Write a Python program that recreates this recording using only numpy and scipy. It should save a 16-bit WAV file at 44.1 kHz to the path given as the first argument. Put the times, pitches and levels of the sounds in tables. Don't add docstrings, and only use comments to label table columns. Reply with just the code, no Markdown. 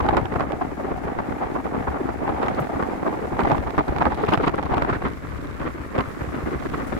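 import sys
import numpy as np
from scipy import signal
from scipy.fft import rfft, irfft
from scipy.io import wavfile
from scipy.ndimage import uniform_filter1d

SR = 44100
rng = np.random.default_rng(int(sys.argv[2]) if len(sys.argv) > 2 else 0)


def int16_out(signal):
    q = np.round(np.clip(np.atleast_2d(signal).T, -1, 1) * 32767)
    wavfile.write(sys.argv[1], SR, q.astype(np.int16))


N = 308259
TIME = np.arange(N) / SR

# (time [s], level [dB])
STREAM = [(0, -26), (0.28, -31.5), (0.75, -32.5), (1, -32), (1.4, -31), (2.2, -32.5), (2.45, -26),
          (2.65, -30.5), (3.33, -30.5), (3.48, -26.5), (3.68, -32.5), (4.15, -31), (4.62, -33), (4.76, -28),
          (4.92, -30.5), (5.2, -35.5), (6.05, -34), (6.6, -33)]
# (time [s], share [0-1])
GRAZING = [(4.8, 0.68), (5.05, 1), (6.0, 1), (6.99, 0.92)]
# (time [s], level [dB])
TEARING = [(0, -53), (.7, -79), (2.1, -99), (2.45, -50), (3.25, -73), (3.42, -52), (3.8, -56.5),
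           (4.33, -46.5), (4.8, -54), (5.3, -52), (6.2, -62), (6.75, -51.5)]
# (time [s], level [dB], length [s], swirl pitch [Hz], hoot's share of the power [0-1])
GUSTS = [(.006, -19, 0.0082, 1010, 0.54), (0.05, -22, 0.01, 790, 0.5), (0.059, -28, 0.0057, 1080, 0.5),
         (.089, -17.5, 0.0084, 796, 0.4), (0.135, -17, 0.014, 737, 0.4), (0.175, -17, 0.014, 1080, 0.03),
         (0.36, -20.5, 0.01, 724, 0.1), (0.414, -23.5, 0.034, 996, 0), (.536, -22, 0.0049, 400, 0.57),
         (0.617, -17, 0.0084, 796, 0.5), (0.715, -30, 0.0065, 317, 0.2), (0.848, -23.5, 0.012, 340, 0.6),
         (.885, -29, 0.021, 777, 0.5), (.912, -30, 0.015, 498, 0.1), (1.079, -23.5, 0.013, 518, 0.04),
         (1.195, -23, 0.013, 726, 0.02), (1.321, -27, 0.0091, 260, 0), (1.426, -22.5, 0.022, 761, 0.42),
         (1.56, -21, 0.017, 785, 0.17), (1.594, -26, 0.016, 266, 0.6), (1.659, -24, 0.012, 390, 0),
         (1.745, -23.5, 0.017, 650, 0.03), (1.768, -23, 0.0057, 266, 0.56), (1.879, -21, 0.013, 880, 0.28),
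         (1.951, -26.5, 0.028, 517, 0), (2.009, -21.5, 0.01, 393, 0.7), (2.057, -18.5, 0.0043, 307, 1),
         (2.093, -22, 0.014, 744, 0.07), (2.249, -24, 0.0092, 885, 0.6), (2.293, -21.5, 0.022, 730, 0.2),
         (2.38, -29, 0.039, 854, 0.8), (2.433, -22, 0.022, 830, 0.1), (2.581, -24, 0.014, 1040, 0.04),
         (2.64, -42, 0.0063, 316, 0), (2.736, -25, 0.01, 324, 0.8), (2.763, -25, 0.0085, 810, 0.04),
         (2.801, -20, 0.011, 420, 0.13), (2.832, -24, 0.021, 764, 0.05), (3.031, -20, 0.0057, 760, 0.1),
         (3.07, -19, 0.021, 730, 0.12), (3.133, -26, 0.026, 837, 0.15), (3.246, -26, 0.015, 409, 0.8),
         (3.324, -24, 0.011, 347, 0.5), (3.4, -18, 0.014, 870, 0), (3.453, -17.5, 0.0078, 810, 0.9),
         (3.474, -18.5, 0.0068, 810, 0.85), (3.513, -17.5, 0.023, 776, 0.4), (3.549, -20, 0.0076, 940, 0.5),
         (3.674, -24.5, 0.017, 890, 0.3), (3.747, -25.5, 0.0063, 690, 0.6), (3.789, -13, 0.01, 1060, 0),
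         (3.808, -18.5, 0.008, 770, 0.8), (3.885, -22, 0.012, 386, 0), (3.925, -24.5, 0.0081, 596, 0),
         (4.017, -16, 0.016, 906, 0.2), (4.061, -22, 0.018, 780, 0.06), (4.121, -24, 0.023, 834, 0.56),
         (4.195, -25, 0.035, 798, 0.2), (4.24, -17, 0.01, 454, 0.45), (4.288, -19.5, 0.012, 1000, 0),
         (4.331, -16, 0.019, 748, 0.09), (4.404, -20, 0.014, 457, 0.36), (4.441, -19, 0.015, 1028, 0.1),
         (4.475, -16, 0.012, 1110, 0.25), (4.542, -20, 0.006, 336, 0.2), (4.588, -21, 0.01, 890, 0.28),
         (4.662, -26, 0.011, 825, 0), (4.724, -21.5, 0.028, 790, .45), (4.756, -29.5, 0.0088, 905, 0.7),
         (4.775, -20, 0.017, 744, 0.4), (4.825, -18, 0.0098, 760, 0.02), (4.848, -26, 0.0033, 770, 0),
         (4.9, -25, 0.014, 1390, 0.8), (4.933, -20.5, 0.011, 1420, 0.17), (4.955, -28, 0.011, 1650, 0.6),
         (5.021, -24, 0.0046, 714, 0.17), (5.059, -23.5, 0.025, 920, 0), (5.619, -28, 0.034, 700, 0.01),
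         (5.67, -24, 0.017, 610, 0.06), (5.798, -34.5, 0.019, 309, 0.7), (5.957, -21.5, 0.014, 580, 0.3),
         (5.984, -18, 0.0087, 544, 0.4), (6.002, -23, 0.017, 1150, 0.4), (6.213, -27.5, 0.011, 373, 0.05),
         (6.345, -26.5, 0.026, 328, 0.07), (6.474, -24, 0.023, 356, 0), (6.536, -24, 0.025, 360, 0.24),
         (6.662, -26.5, 0.012, 345, 0.24), (6.742, -22.5, 0.012, 1150, 0), (6.801, -26.5, 0.038, 304, 0),
         (6.928, -21, 0.0095, 382, 0.1)]
# (frequency [Hz], level [dB])
HEAD_ON_COLOUR = [(60, -24), (150, -5.5), (260, 2), (400, -1), (600, -1.5), (745, 6.5), (900, 4),
                  (1300, -8), (1650, -25), (2200, -34.5), (3000, -47), (5000, -56), (9000, -66),
                  (16000, -81)]
GRAZING_COLOUR = [(60, -12), (170, -3.5), (280, 3), (470, -3.5), (620, -8), (800, -12), (930, -10.5),
                  (1130, -6), (1400, -9.5), (2100, -17), (2900, -29), (3400, -32.5), (5000, -43.5),
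                  (9000, -66), (16000, -78)]
RUMBLE_COLOUR = [(12, -13.5), (25, -11), (45, -8), (66, 2), (90, -3), (140, -4), (200, -11), (350, -28),
                 (800, -67.5)]
USUAL_SWIRL_HZ = 663


def gain_of(db):
    return 10 ** (np.asarray(db) / 20)


def evened(x):
    return x / np.sqrt(np.mean(x ** 2) + 1e-20)


def at(s, curve):
    return np.interp(s, *np.transpose(curve))


def ports(pan_db):
    gains = gain_of(np.array([[.5], [-.5]]) * pan_db)
    return gains / np.sqrt(np.mean(gains ** 2, axis=0))


def add(mix, s, sound):
    part = mix[:, max(round(s * SR), 0):][:, :sound.shape[1]]
    part += sound[:, :part.shape[1]]


def noise(size=N):
    return rng.standard_normal((2, size))


def wander(hz, channels=2):
    keep = np.exp(-(np.fft.rfftfreq(N, 1 / SR) / hz) ** 2)
    return evened(irfft(rfft(rng.standard_normal((channels, N))) * keep, N))


def response(points, size=4096):
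    hz, db = np.transpose(points)
    bin_hz = abs(np.fft.fftfreq(size, 1 / SR)) + 1
    log_gain = np.log(gain_of(np.interp(np.log(bin_hz), np.log(hz), db)))
    spectrum = np.exp(np.conj(signal.hilbert(log_gain)))
    taps = np.fft.ifft(spectrum).real[:size // 2]
    return taps / np.linalg.norm(taps)


def colour(x, points):
    return signal.oaconvolve(x, response(points)[None], axes=1)[:, :N]


def turbulence(flicker_db, flicker_hz, size=1300):
    clumps = noise() * gain_of(flicker_db * wander(flicker_hz))
    return clumps / np.sqrt(uniform_filter1d(clumps ** 2, size, axis=1) + 1e-9)


def span(s, before, after):
    return slice(max(int((s - before) * SR), 0), int((s + after) * SR))


def swell(t, length, lean):
    u = 2 * t / length
    return 2 ** -((u / (1 + lean * np.tanh(2 * u))) ** 2)


def lulls(length_s=0.043):
    # (time [s], dip [dB])
    dips = [(.285, 3.5), (0.569, 3), (.69, 0), (0.751, 7), (1.228, 1.5), (1.365, 3.5), (1.63, 3), (1.8, -3),
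            (1.985, 6), (2.15, -0.5), (2.68, 4), (2.97, 1), (3.288, 3), (3.728, 5), (3.848, 3), (4.16, 5.5),
            (4.512, 0.5), (4.995, 5.5), (5.15, 4.5), (5.205, 6), (5.54, 0), (5.74, 4), (5.895, 5),
            (6.14, 4)]
    return sum(db * np.exp(-(2 * (TIME - s) / length_s) ** 2) for s, db in dips)


def road_roar(level_db=-45.5):
    # (frequency [Hz], level [dB])
    cabin_colour = [(15, -39), (50, 13), (100, 2.5), (190, 0), (290, -4), (430, -8.5), (800, -32),
                    (1200, -22), (1700, -6.5), (2300, -9), (3000, -37), (6000, -49)]
    return colour(noise() * gain_of(level_db + 0.77 * wander(25)), cabin_colour) * ports(0.92)


def jolts(level_db=-46, bumpy_db=5.5):
    # (frequency [Hz], level [dB])
    panel_colour = [(20, 3), (60, -17), (110, -2.5), (190, -4), (270, 4.5), (400, -11), (600, -14),
                    (1200, -56), (4000, -79)]
    shaking = noise() * gain_of(level_db + bumpy_db * wander(7.5, channels=1) - 0.72 * lulls())
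    return colour(shaking, panel_colour)


def tyres():
    # (time [s], level [dB])
    hiss_levels = [(0, -59), (1.48, -58.5), (2.45, -57), (3.29, -56), (4.67, -62.5), (4.98, -59),
                   (5.88, -58), (6.35, -54.5)]
    # (frequency [Hz], level [dB])
    hiss_colour = [(500, -35), (2000, 11), (3200, 5.5), (4500, 4.5), (6000, 3.5), (7500, 4), (9000, -1),
                   (10200, 0.5), (12200, -0.5), (14000, -5), (16000, -7.5)]
    hiss = noise() * gain_of(at(TIME, hiss_levels) + 0.5 + 1.5 * wander(28))
    return colour(hiss, hiss_colour) * ports(0.93)


def engine(firing_hz=69.5, level_db=-56, waver=0.017):
    turns = np.cumsum(firing_hz * (1 + waver * wander(5, channels=1))) / SR
    return np.sqrt(2) * gain_of(level_db + wander(2.8)) * np.sin(2 * np.pi * turns)


def frame_ticks(rise_s=0.0086, fade_60db_s=0.078, size=12000):
    # (time [s], level [dB], ring pitch [Hz])
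    ticks = [(2.596, -42, 12000), (5.283, -58, 7600), (6.075, -51, 9600), (6.867, -46.5, 9200)]
    out, t = np.zeros((2, N)), np.arange(size) / SR
    for s, db, hz in ticks:
        metal = response([(hz / 4, -20), (hz / 2, -6), (hz / 1.2, -4),
                          (hz, 0), (hz * 1.2, -4), (hz * 2, -9)])
        chatter = noise(size) * gain_of(db + 4.5 - 60 * t / fade_60db_s)
        chatter *= 1 - np.exp(-t / rise_s)
        add(out, s, signal.oaconvolve(chatter, metal[None], axes=1))
    return out


def body_knocks(rise_s=0.0013):
    # (time [s], level [dB], pitch [Hz], time to fade by 60 dB [s])
    knocks = [(0.531, -13, 384, 0.03), (2.605, -18.5, 140, 0.12), (4.285, -17.5, 77.5, 0.11),
              (5.391, -20, 280, 0.035), (5.443, -24.5, 292, 0.089)]
    out, t = np.zeros((2, N)), np.arange(12000) / SR
    for s, db, hz, fade_s in knocks:
        ring = np.sin(2 * np.pi * hz * t) * (1 - np.exp(-t / rise_s))
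        add(out, s, ports(1.5) * ring * gain_of(db - 60 * t / fade_s))
    return out


def rumble(base_db=-36, usual_stream_db=-33.5, sway_db=2.5):
    # (time [s], pan [dB])
    pans = [(0, 7), (4.7, 10), (5.1, 6.5), (6.99, -2)]
    level_db = base_db + 0.45 * (at(TIME, STREAM) - usual_stream_db) - 2 * at(TIME, GRAZING)
    level_db += sway_db * wander(0.83, channels=1)[0] - 0.55 * lulls()
    flow = gain_of(level_db) * ports(at(TIME, pans))
    return colour(flow * turbulence(flicker_db=5, flicker_hz=49.7), RUMBLE_COLOUR)


def stream(split_hz=520):
    grazing = at(TIME, GRAZING)
    sway_db = 1.8 * (1 - .4 * grazing) * wander(30, channels=1)
    push = gain_of(at(TIME, STREAM) + 0.66 + sway_db - lulls())
    lows, highs = (signal.butter(3, split_hz, kind, fs=SR, output="sos") for kind in ("low", "high"))
    large = signal.sosfilt(lows, turbulence(flicker_db=11, flicker_hz=89))
    small = signal.sosfilt(highs, turbulence(flicker_db=3.5, flicker_hz=152))
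    small *= gain_of(1.3 * wander(35))
    large *= gain_of(0.5 * wander(21))
    air = push * (large + small)
    head_on = colour(air * np.sqrt(1 - grazing), HEAD_ON_COLOUR)
    return head_on + colour(air * np.sqrt(grazing), GRAZING_COLOUR)


def crackle(snaps_per_s=170, spread_db=4.3, fade_s=0.001, pan_db=-3.5):
    # (frequency [Hz], level [dB])
    snap_colour = [(500, -40), (1800, 11), (2800, 5), (3900, 1.5), (5200, -5.5), (7700, -12), (12000, -14),
                   (16000, -21)]
    sizes = gain_of(spread_db * np.minimum(rng.exponential(1, (2, N)), 3))
    snaps = sizes * (rng.random((2, N)) < snaps_per_s / SR)
    tails = signal.lfilter([1], [1, -np.exp(-1 / (fade_s * SR))], snaps)
    spray = evened(tails * noise())
    return colour(spray * gain_of(at(TIME, TEARING) - lulls()) * ports(pan_db), snap_colour)


def fizz(offset_db=-28, db_per_octave=8.5, usual_tearing_db=-54.5):
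    # (frequency [Hz], level [dB])
    fizz_colour = [(1000, -43), (2000, 18.5), (2800, 9.5), (4000, 4), (5500, -13), (8000, -15),
                   (15000, -43)]
    power = np.zeros(N)
    for s, db, length, swirl_hz, _ in GUSTS:
        fizz_db = db + offset_db + db_per_octave * np.log2(swirl_hz / USUAL_SWIRL_HZ)
        fizz_db += at(s, TEARING) - usual_tearing_db
        near = span(s, 4 * length, 4 * length)
        power[near] += gain_of(fizz_db) ** 2 * swell(TIME[near] - s, length, lean=0.14)
    return colour(np.sqrt(power) * turbulence(flicker_db=-1, flicker_hz=215), fizz_colour)


def thumps(churn_db=-6.5, thump_db=-2, lead_s=0.0045):
    # (time [s], level [dB], length [s], pan [dB], right port's delay [s])
    swings = [(0.026, -24, 0.021, 5, 0.0036), (0.097, -28.5, 0.045, 17, -0.004),
              (0.172, -23, 0.018, 2, -0.004), (0.222, -27, 0.026, 21, 0.002),
              (0.371, -24, 0.019, 16, 0.008), (0.432, -33, 0.017, 18, 0.007), (0.629, -40, 0.024, 3, 0.008),
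              (0.925, -31, 0.03, 1, -0.005), (1.059, -32, 0.034, 7, 0.002), (1.184, -32, 0.021, 1, -0.008),
              (1.313, -29.5, 0.02, -13, -0.0064), (1.462, -31, 0.025, 1, -0.001),
              (1.782, -33, 0.027, 8, 0.00016), (1.889, -22.5, 0.013, 5, 0.001),
              (2.303, -30, 0.015, 17, 0.003), (2.459, -36, 0.032, 16, 0.003),
              (2.526, -35, 0.029, -5, -0.006), (2.758, -27, 0.021, -2, -0.0),
              (2.828, -31.5, 0.039, 6, -0.001), (3.33, -30, 0.027, 1, -0.005),
              (3.444, -22.0, 0.015, 11, 0.0044), (3.528, -19.5, 0.02, 0, -0.007),
              (3.594, -26, 0.032, 20, 0.003), (3.669, -28.5, 0.039, 7, -0.003),
              (3.784, -19, 0.017, -2, -0.005), (3.901, -23.5, 0.023, 4, 0.0037),
              (3.977, -28, 0.028, 20, 0.029), (4.067, -25, 0.018, 0, 0.005), (4.146, -29, 0.052, 20, 0.021),
              (4.292, -20.5, 0.027, 14, -0.00064), (4.381, -23.5, 0.047, -2, -0.007),
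              (4.475, -21, 0.016, 0, 0.006), (4.656, -25.5, 0.022, 19, -0.003),
              (4.719, -18.5, 0.018, 5, -0.0045), (4.771, -23, 0.021, 3, 0.0016),
              (4.826, -25, 0.017, -13, -0.0), (4.924, -21.5, 0.019, 0.5, -0.007),
              (4.968, -30, 0.025, 0, 0.00024), (5.046, -28, 0.03, -3, -0.0051),
              (5.618, -32, 0.036, 1, 0.005), (5.673, -29, 0.02, 3, 0.001), (5.807, -32, 0.03, 3, 0.001),
              (5.99, -20.5, 0.018, 4, 0.0), (6.079, -32, 0.022, 11, -0.0061),
              (6.223, -29.0, 0.027, -1, 0.001), (6.283, -28, 0.03, 0, 0.002),
              (6.378, -34, 0.034, 11, 0.015), (6.44, -26, 0.021, -4, 0.001),
              (6.56, -24.5, 0.018, 0, -0.0017), (6.742, -34, 0.019, 0, -0.000012),
              (6.953, -24, 0.018, 9.5, 0.0)]
    out, air = np.zeros((2, N)), turbulence(flicker_db=7.5, flicker_hz=50)
    for s, db, length, pan_db, lag_s in swings:
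        gain = gain_of(db) * ports(pan_db)
        near = span(s, 3 * length, 4 * length)
        push = np.sqrt(swell(TIME[near] - s, length, lean=0.58))
        out[:, near] += gain * gain_of(churn_db) * air[:, near] * push
        thump = gain * gain_of(thump_db) * np.sqrt(length * SR) * rng.choice([-1, 1])
        add(out, s - lead_s - lag_s / 2, thump * [[1], [0]])
        add(out, s - lead_s + lag_s / 2, thump * [[0], [1]])
    return colour(out, RUMBLE_COLOUR)


def slaps(rise_s=0.0001, fade_s=0.0022, flaps=3, gap_s=0.00219, flap_step_db=-4.5, size=700):
    # (time [s], spit level [dB], pop level [dB], pan [dB])
    hits = [(0.0052, -27.5, -14.5, 1), (0.0646, -35.0, -16, -1), (0.0881, -23, -9.5, -16),
            (0.0936, -32, -21, -7), (0.1084, -39.0, -15.5, 17), (0.1468, -39, -15.5, 14),
            (0.1686, -20.5, -11.5, -23), (0.1778, -28, -14, -9), (0.2556, -32, -20.5, -20),
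            (0.3392, -34, -19, -11), (0.3579, -36, -18, 11), (0.3971, -32, -16.5, -14),
            (0.4067, -28, -15, -9), (0.52, -30, -20.5, -10), (0.6171, -51, -21, 7), (1.187, -38.0, -15, 6),
            (1.4246, -46.5, -22, 0), (1.8752, -51, -18, -5), (2.278, -38, -17, -3), (2.2926, -36, -20, 9),
            (2.4291, -30, -15.5, -8), (2.4828, -27.5, -10.5, -1), (2.8256, -31.5, -14, -6),
            (3.392, -29.5, -10.5, -9), (3.405, -26, -22, -19), (3.4163, -46.0, -17, -12),
            (3.435, -32, -24, -15), (3.4548, -35.5, -17, -5), (3.472, -37, -17, 2), (3.5, -35.5, -17.0, 2),
            (3.5165, -26.5, -13.0, -10), (3.5533, -40, -18.0, -11), (3.5805, -31, -21, -15),
            (3.7055, -30, -22, -10), (3.7798, -29, -10, -1), (3.7902, -46, -15, 15), (3.882, -31, -21, -11),
            (3.9628, -31, -17, -16), (3.9841, -28, -16.5, -18), (4.0215, -31, -11.5, 2),
            (4.054, -28.5, -11, -5), (4.0674, -42, -10, -12), (4.121, -34, -16, -18), (4.2364, -44, -17, 4),
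            (4.269, -34, -34.0, -9), (4.283, -34, -17, 10), (4.2896, -24, -16, -17), (4.3034, -30, -31, -9),
            (4.323, -38, -15, 4), (4.3359, -17.5, -14.0, 2), (4.3436, -26, -10.5, 1),
            (4.3524, -31, -18, -19), (4.3746, -27, -14, -12), (4.4087, -38, -24.5, -13),
            (4.4418, -36, -14, 7), (4.4797, -22, -11.5, -13), (4.494, -32, -18, -15),
            (4.5805, -48, -17, 16), (4.5869, -50, -20, -22), (4.6275, -30, -19, -11),
            (4.7259, -40.5, -22, 5), (4.7393, -30, -16, -4), (4.7436, -27, -32, -3), (4.7693, -30, -23, 0),
            (4.7801, -27.0, -14.5, 15), (4.822, -28, -10.0, -10), (4.848, -35.0, -14.5, 9),
            (4.8979, -33, -13, 1), (4.9329, -35, -19.5, 3), (5.9542, -42.0, -28, -11),
            (5.9805, -28.5, -20, -4), (5.9878, -28, -15.0, -2), (6.0068, -23.5, -20, -15)]
    # (frequency [Hz], level [dB])
    spit_colour = [(300, -20), (1000, -7), (2300, 29), (3800, 15), (5000, 10.5), (6300, 1.5), (7600, 2.5),
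                   (9500, -5), (15000, -8)]
    pop_colour = [(60, -36.5), (300, -1), (580, -7.5), (800, 1.5), (1300, -5.5), (2000, -14), (3000, -43.5),
                  (5000, -51), (9000, -58), (16000, -74)]
    spit, pop, t = np.zeros((2, N)), np.zeros((2, N)), np.arange(size) / SR
    strengths = gain_of(flap_step_db * np.arange(flaps))
    strengths *= np.sqrt(0.0018 * SR) / np.linalg.norm(strengths)
    for s, spit_db, pop_db, pan_db in hits:
        burst = noise(size) * (1 - np.exp(-t / rise_s)) * np.exp(-t / fade_s)
        add(spit, s, gain_of(spit_db) * ports(pan_db + 1.5) * burst)
        gaps = gap_s * rng.uniform(.6, 1.4, flaps)
        for delay, strength in zip(np.cumsum(gaps) - gaps[0], strengths):
            push = np.zeros((2, size))
            push[[0, 1], rng.integers(5, 45, 2)] = rng.choice([-1, 1], 2)
            add(pop, s + delay, strength * gain_of(pop_db - 1) * ports(pan_db) * push)
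    return colour(spit, spit_colour) + colour(pop, pop_colour)


def small_eddies(per_s=4, above_db=4, spread_db=1.5, length_s=0.01, spread_octaves=0.464, hoot=0.42):
    # (time [s], pitch [Hz])
    pitches = [(4.8, 571), (5.05, 314)]
    count = int(per_s * N / SR)
    times, flow_db = rng.uniform(0, N / SR, count), at(TIME, STREAM) - lulls()
    return [(s, flow_db[int(s * SR)] + above_db + spread_db * strength, length_s,
             at(s, pitches) * 2 ** (spread_octaves * speed), hoot)
            for s, (strength, speed) in zip(times, rng.standard_normal((count, 2)))]


def gusts(rows, swirl_db=3, swirl_octaves=0.3, wobble=0.1, max_hoot=0.7):
    out, air = np.zeros((2, N)), turbulence(flicker_db=5.5, flicker_hz=189, size=500)
    wobbly_time = np.cumsum(1 + wobble * wander(160), axis=1) / SR
    hz = np.geomspace(40, 16000, 120)
    head_on, grazing = (np.interp(np.log(hz), np.log(points[:, 0]), points[:, 1])
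                        for points in map(np.array, (HEAD_ON_COLOUR, GRAZING_COLOUR)))
    for (s, db, length, swirl_hz, hoot_share), phase in zip(rows, rng.random((len(rows), 2, 1))):
        shape_db = head_on + at(s, GRAZING) * (grazing - head_on)
        shape_db -= 1 / (1 + (hz / 480) ** 4)
        shape_db += swirl_db * np.exp(-.5 * (np.log2(hz / swirl_hz) / swirl_octaves) ** 2)
        port_ring = response(np.transpose([hz, shape_db]), size=2048)
        near = span(s, 2 * length, 4 * length)
        push = np.sqrt(swell(TIME[near] - s, length, lean=0.21))
        puff = signal.fftconvolve(air[:, near] * push, port_ring[None], axes=1)
        puff *= np.sqrt(np.sum(push ** 2) / np.sum(puff ** 2, axis=1, keepdims=True))
        turns = swirl_hz * (wobbly_time[:, near] - wobbly_time[:, [min(int(s * SR), N - 1)]])
        hoot = np.sqrt(2) * push * np.sin(2 * np.pi * (turns + phase))
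        pan_db = -0.15 - 2 * np.log2(swirl_hz / USUAL_SWIRL_HZ)
        gain = gain_of(db - 0.02) * ports(pan_db)
        hoot_share = min(hoot_share, max_hoot)
        add(out, near.start / SR, gain * np.sqrt(1 - hoot_share) * puff)
        add(out, near.start / SR, gain * np.sqrt(hoot_share) * hoot)
    return out


def scene():
    wind = stream() + gusts(GUSTS + small_eddies()) + fizz() + crackle() + rumble() + thumps() + slaps()
    bus = frame_ticks() + body_knocks() + road_roar() + jolts() + tyres() + engine()
    return wind + bus


def record(dry, top_hz=15980):
    low_pass = signal.firwin(801, top_hz, window=("kaiser", 9), fs=SR)
    return signal.oaconvolve(np.clip(dry, -1, 1), low_pass[None], "same")


dry = scene()
out = record(dry)
int16_out(out)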